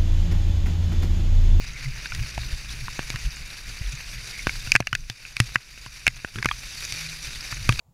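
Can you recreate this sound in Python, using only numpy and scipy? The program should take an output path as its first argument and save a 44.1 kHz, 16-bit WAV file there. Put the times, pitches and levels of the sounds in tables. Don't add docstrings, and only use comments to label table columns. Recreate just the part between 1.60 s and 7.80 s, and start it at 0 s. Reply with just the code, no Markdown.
import sys
import numpy as np
from scipy import signal
from scipy.io import wavfile
from scipy.ndimage import uniform_filter1d, minimum_filter1d

SR = 44100
rng = np.random.default_rng(int(sys.argv[2]) if len(sys.argv) > 2 else 0)


def store_pcm(level_fs):
    pcm = np.round(np.clip(level_fs, -1, 1) * 32767).astype(np.int16)
    wavfile.write(sys.argv[1], SR, np.atleast_2d(pcm).T)


N = 273420
TIME = np.arange(N) / SR

# time_s, gush_db, spray_db
WATER_LEVELS = [(0.0, -43.5, -45), (0.75, -43, -42), (1.2, -44, -43.5), (1.45, -42, -42.5),
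                (1.85, -44.5, -45), (2.3, -43.5, -43.5), (2.95, -43.5, -40.5), (3.6, -39.5, -38),
                (4.25, -35.5, -34), (4.65, -39.5, -38), (5.33, -37, -33), (5.55, -42, -40),
                (6.2, -42.5, -40.5)]
# start_s, peak_db, pitch_hz, second_pitch_hz, push_db, splash_db, thump_db
HARD_DROPS = [(0.4577, -18.5, 1610, 3720, -17, -15, -48), (0.5207, -19.5, 2360, 1430, -28, -16, -38),
              (0.5488, -17.5, 4870, 1900, -34, 2, -45), (0.7783, -18.5, 690, 1400, -5, -9, -26.5),
              (1.2818, -19, 1480, 990, -21, -20, -34), (1.3925, -11, 1740, 1770, 7, -9, -37),
              (1.5025, -11.5, 2180, 5000, -5, 1, -32), (1.5412, -25.5, 1190, 2620, -3, -8, -45),
              (1.559, -16.5, 1640, 2700, -12, -5.5, -43), (2.8701, -5.5, 1540, 2480, 2, -11, -46),
              (2.8936, -12, 2190, 1490, -18, -18, -42), (3.0728, -23.5, 2590, 1470, -32, -6, -26),
              (3.1189, 2, 2330, 2830, -25, -3, -48), (3.153, 13.5, 2490, 2360, -18, -11, -8),
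              (3.1612, 16, 1600, 2510, -18, -10.5, -21), (3.2039, 7.5, 590, 2520, 3.5, -2, -6),
              (3.2248, -12, 1670, 1760, -34, -25, -50), (3.271, 5, 2800, 2320, -18, -6.5, -40),
              (3.3292, 7.5, 1450, 2920, -22, -13.5, -9), (3.351, 5.5, 2540, 2030, -20, -4.5, -42),
              (3.4989, -1, 3540, 1940, -11, 1.5, -15.5), (3.6513, -13.5, 2230, 2620, -32, -16, -40),
              (3.7672, -1, 2270, 5950, -25, -5, -32), (3.8016, 9, 2020, 5270, -11, -2, 0.5),
              (3.9575, 16.5, 1616, 2180, -20, -18.5, -9.5), (4.262, -12, 2880, 1070, -13, -8, -20.5),
              (4.467, 13, 2370, 2156, -26.5, -13.5, -41), (4.4783, 10.5, 2150, 2510, -14, -6, -13.5),
              (4.6474, -2.5, 1540, 2050, -1.5, -17, -40), (4.7584, -12, 1490, 2900, -13, -6, -13),
              (4.7858, -10, 1610, 3420, -15, -25, -30), (4.8268, -2, 1550, 2330, -22, -8.5, -41),
              (4.8457, -6, 2140, 1490, -27, -7, -16), (4.8576, 4.5, 1470, 2470, -2.5, -8, -13),
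              (4.8879, -4.5, 1760, 2430, -28, -12.5, -48), (4.9128, -2, 1240, 3230, -22, -31, -41),
              (5.3232, -8, 4640, 5800, -32, 10, -29.5), (5.9255, -18, 1420, 2160, -25, -14, -27),
              (6.0918, -5, 2440, 1130, -9.5, -6, -7), (6.124, -16, 3150, 2300, -16, -3, -27),
              (6.1929, -11.5, 2380, 4540, -47, -9, -50)]
# frequency_hz, gain_db
WALL_RESPONSE = [(100, -45), (400, -13), (700, -2.5), (1000, 1.5), (1450, -5), (2650, -3.5), (3100, -3),
                 (4000, -1), (8000, -33.5), (16000, -36)]
# frequency_hz, gain_db
SPLASH_SPECTRUM = [(500, -26), (2500, 2), (3800, 1), (4800, 1.5), (6200, 0.5), (7800, -8), (10000, -12.5),
                   (12500, -19), (16000, -25.5)]


def gain_of(db):
    return 10 ** (np.asarray(db) / 20)


def unit_rms(x):
    return x / np.sqrt(np.mean(x ** 2) + 1e-20)


def automation(rows):
    times, *columns = np.transpose(rows)
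    return [np.interp(TIME, times, column) for column in columns]


def add(mix, start_s, sound):
    part = mix[max(round(start_s * SR), 0):][:len(sound)]
    part += sound[:len(part)]


def colour(x, spectrum, size=4096):
    hz, db = np.transpose(spectrum)
    bin_hz = abs(np.fft.fftfreq(size, 1 / SR))
    log_gain = np.log(gain_of(np.interp(np.log(bin_hz + 1), np.log(hz), db)))
    response = np.fft.ifft(np.exp(np.conj(signal.hilbert(log_gain)))).real
    return signal.oaconvolve(x, response[:size // 2])[:len(x)]


def wander(slow_hz, fast_hz, count=30):
    t = TIME[::64]
    waves = sum(np.sin(2 * np.pi * (hz * t + rng.random())) for hz in np.geomspace(slow_hz, fast_hz, count))
    return np.interp(TIME, t, unit_rms(waves))


def ring(t, hz, t60, rise_s=0.00025):
    return (1 - np.exp(-t / rise_s)) * gain_of(-60 * t / max(t60, .001)) * np.sin(2 * np.pi * hz * t)


def patter(per_s, spread_db):
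    size = gain_of(spread_db * np.minimum(rng.exponential(1, N), 5))
    return unit_rms(size * rng.choice([-1, 1], N) * (rng.random(N) < per_s / SR))


def churn(x, patchy_db, tilt_db):
    hz, t, bins = signal.stft(x, SR, nperseg=512, noverlap=384)
    patches = uniform_filter1d(rng.standard_normal(bins.shape), size=6, axis=0)
    patches = unit_rms(uniform_filter1d(patches, size=12, axis=1))
    treble_db = np.log2(np.maximum(hz, 5000) / 5000)[:, None] * np.interp(t, TIME, tilt_db)
    _, churned = signal.istft(bins * gain_of(patchy_db * patches + treble_db), SR, nperseg=512, noverlap=384)
    return unit_rms(churned[:N])


def pings(low_hz, high_hz, per_s, spread_db, cycles, count=32):
    t = np.arange(800) / SR
    clicks, which = patter(per_s, spread_db), rng.integers(0, count, N)
    tones = [unit_rms(ring(t, hz, cycles / hz)) for hz in np.geomspace(low_hz, high_hz, count)]
    return unit_rms(sum(signal.oaconvolve(clicks * (which == k), tone)[:N] for k, tone in enumerate(tones)))


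def waterfall(gush_surge_db=1.47, spray_surge_db=1.76):
    # frequency_hz, gain_db
    gush_spectrum = [(100, -5.5), (250, -12.5), (450, -14.5), (800, -15.5), (1200, -11.5), (1500, -5.5),
                     (2000, -5), (2450, 1), (2800, -5.5), (3200, -15), (4500, -35)]
    # frequency_hz, gain_db
    spray_spectrum = [(1500, -32.5), (2900, -7), (3300, -10), (3700, 1), (4150, -3), (4700, 4),
                      (5200, -2.5), (5800, 0.5), (6700, -6.5), (8000, -13.5), (9200, -13), (10200, -10.5),
                      (11200, -18.5), (12500, -16.5), (15300, -37)]
    # time_s, treble_db_per_octave
    facing = [(0, -2), (1.4, 1.8), (6.2, 2)]
    gush_db, spray_db = automation(WATER_LEVELS)
    tilt_db, = automation(facing)
    surge = wander(4, 60)
    gush = colour(rng.standard_normal(N) + gain_of(-4) * patter(per_s=900, spread_db=5.5), gush_spectrum)
    spray = rng.standard_normal(N) + gain_of(-6.5) * patter(per_s=4200, spread_db=5.5)
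    spray = colour(spray, spray_spectrum)
    gush = churn(gush, patchy_db=1.1, tilt_db=tilt_db)
    gush += gain_of(-9) * pings(1643, 3190, per_s=220, spread_db=2, cycles=38)
    spray = churn(spray, patchy_db=1.62, tilt_db=tilt_db)
    spray += gain_of(-8.5) * pings(3440, 6880, per_s=400, spread_db=5, cycles=42)
    gush *= gain_of(gush_db + gush_surge_db * surge)
    spray *= gain_of(spray_db + spray_surge_db * surge)
    return gush + spray


def handling():
    # time_s, level_db
    rumble_levels = [(0.0, -34.5), (0.75, -33.5), (1.7, -38.5), (2.0, -43), (3.0, -37.5), (3.3, -23),
                     (3.55, -40), (4.3, -33), (5.0, -34.5), (5.55, -43), (6.2, -31.5)]
    # frequency_hz, gain_db
    mount_spectrum = [(12, -5), (25, 4.5), (35, 2), (47, 1.5), (60, -0.5), (78, -19.5), (100, -7),
                      (125, -7), (160, -15.5), (220, -27), (400, -39.5), (800, -52.5)]
    # centre_s, peak_db, pitch_hz, half_length_s
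    low_pulses = [(0.275, -24.5, 130, 0.024), (0.593, -18.5, 110, 0.008), (0.789, -28.5, 57.4, 0.048),
                  (0.934, -18, 46, 0.01), (1.55, -22.5, 125, 0.0075), (1.666, -16.5, 42.6, 0.019),
                  (1.68, -31, 128, 0.026), (2.215, -19.5, 76.4, 0.004), (2.277, -23, 42.5, 0.041),
                  (2.342, -28.5, 128, 0.0097), (4.478, -12.5, 52.5, 0.0074), (4.785, -21.5, 121, 0.027),
                  (5.455, -39, 156, 0.12)]
    level_db, = automation(rumble_levels)
    out = unit_rms(colour(rng.standard_normal(N), mount_spectrum, size=16384))
    out *= gain_of(level_db + 2.9 * wander(1.83, 4.6))
    for centre_s, peak_db, hz, half_s in low_pulses:
        t = np.arange(-3 * half_s, 3 * half_s, 1 / SR)
        pulse = np.exp(-(t / half_s) ** 2) * np.cos(2 * np.pi * hz * t)
        add(out, centre_s + t[0], -gain_of(peak_db) * pulse)
    return out


def trickles(spread=0.056):
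    # start_s, length_s, level_db, pitch_hz
    streams = [(0.03, 0.35, -44.5, 2200), (2.70, 0.15, -40, 2240), (5.269, 0.24, -40, 2390)]
    out = np.zeros(N)
    for start_s, length_s, level_db, hz in streams:
        swell = signal.windows.tukey(round(length_s * SR), .6)
        bubbles = pings(hz * (1 - spread), hz * (1 + spread), per_s=1200, spread_db=5.5, cycles=35, count=5)
        add(out, start_s, gain_of(level_db) * swell * unit_rms(bubbles[:len(swell)]))
    return out


def tick(spot, length):
    t = np.arange(1500) / SR
    ping = ring(t, 1400 + 1400 * spot, 0.005 + 0.013 * length) + 0.36 * ring(t, 3300, 0.0069)
    fizz = 0.34 * rng.standard_normal(len(t)) * np.exp(-t / 0.00049)
    return colour(ping, WALL_RESPONSE) + colour(fizz, SPLASH_SPECTRUM)


def stray_droplets(count=70, trim_db=-47, range_db=4):
    out = np.zeros(N)
    for when, spot, size, length in rng.random((count, 4)):
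        add(out, when * N / SR, gain_of(trim_db + range_db * size ** 2) * tick(spot, length))
    _, spray_db = automation(WATER_LEVELS)
    return out * gain_of(0.88 * (spray_db - spray_db.mean()))


def hard_drops(second_mode_db=-4.5, damping=0.19, mount_hz=116, mount_t60_s=0.1):
    # frequency_hz, gain_db
    push_spectrum = [(15, -40), (60, 6.5), (150, 3), (300, 1), (480, -3.5), (700, -4), (950, -5.5),
                     (1400, -7), (3000, -17), (8000, -53)]
    # pitch_hz, level_db, t60_s
    case_modes = [(750, -9, 0.0044), (1420, -21, 0.032), (1683, 2, 0.007), (1988, -24, 0.059),
                  (2105, -5.5, 0.011), (2614, 5, 0.0063), (3030, -6.5, 0.0038)]
    out, t = np.zeros(N), np.arange(4000) / SR
    blow = 1. * (t == 0)
    push = unit_rms(colour(blow, push_spectrum))
    wall = sum((-1) ** k * gain_of(db) * ring(t, hz, t60) for k, (hz, db, t60) in enumerate(case_modes))
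    burst = (1 - np.exp(-t / 0.00008)) * (np.exp(-t / 0.0011) + gain_of(-14) * np.exp(-t / 0.0022))
    for start_s, peak_db, hz, second_hz, push_db, splash_db, thump_db in HARD_DROPS:
        t60 = 0.0082 * gain_of(-damping * push_db)
        spot = ring(t, hz, t60) - gain_of(second_mode_db) * ring(t, second_hz, t60)
        force = blow + 0.16 * gain_of(0.35 * splash_db) * rng.standard_normal(len(t)) * np.exp(-t / 0.0025)
        ringing = signal.fftconvolve(force, spot + gain_of(-7) * wall)[:len(t)]
        body = unit_rms(colour(ringing, WALL_RESPONSE))
        splash = unit_rms(colour(rng.standard_normal(len(t)) * burst, SPLASH_SPECTRUM))
        knock = body + gain_of(push_db) * push + gain_of(splash_db) * splash
        thump = gain_of(thump_db) * ring(t, mount_hz, mount_t60_s)
        add(out, start_s, thump - gain_of(peak_db) * knock / abs(knock).max())
    return out


def spatter(count=3, trim_db=-29, scatter_s=0.066):
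    out = np.zeros(N)
    for start_s, peak_db, *_ in HARD_DROPS:
        for late, spot, length in rng.random((count, 3)):
            landing_s = start_s + 0.004 + scatter_s * late ** 2
            add(out, landing_s, gain_of(peak_db + trim_db - 12 * late) * tick(spot, length))
    return out


def wet_rub(start_s=4.752, length_s=0.06, level_db=-30.5):
    # frequency_hz, gain_db
    rub_spectrum = [(60, -13), (150, 5), (260, 1), (420, -0.5), (650, -29), (1600, -7), (4000, -45)]
    rub = unit_rms(colour(rng.standard_normal(round(length_s * SR)), rub_spectrum))
    out = np.zeros(N)
    add(out, start_s, gain_of(level_db) * rub * signal.windows.tukey(len(rub), .4))
    return out


def scene():
    water = waterfall() + trickles() + stray_droplets() + hard_drops() + spatter()
    return (water + wet_rub() + handling())[None]


def record(dry, ceiling_db=-0.76, recovery_db_per_s=12, cutoff_hz=15750):
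    over_db = np.maximum(20 * np.log10(abs(dry[0]) + 1e-9) - ceiling_db, 0)
    recovery_db = recovery_db_per_s * TIME
    duck_db = np.maximum.accumulate(over_db + recovery_db) - recovery_db
    duck_db = uniform_filter1d(-minimum_filter1d(-duck_db, size=25), size=25)
    lowpass = signal.firwin(255, cutoff_hz, window=("kaiser", 8), fs=SR)
    return signal.oaconvolve(dry * gain_of(-duck_db), lowpass[None], "same")


dry = scene()
out = record(dry)
store_pcm(out)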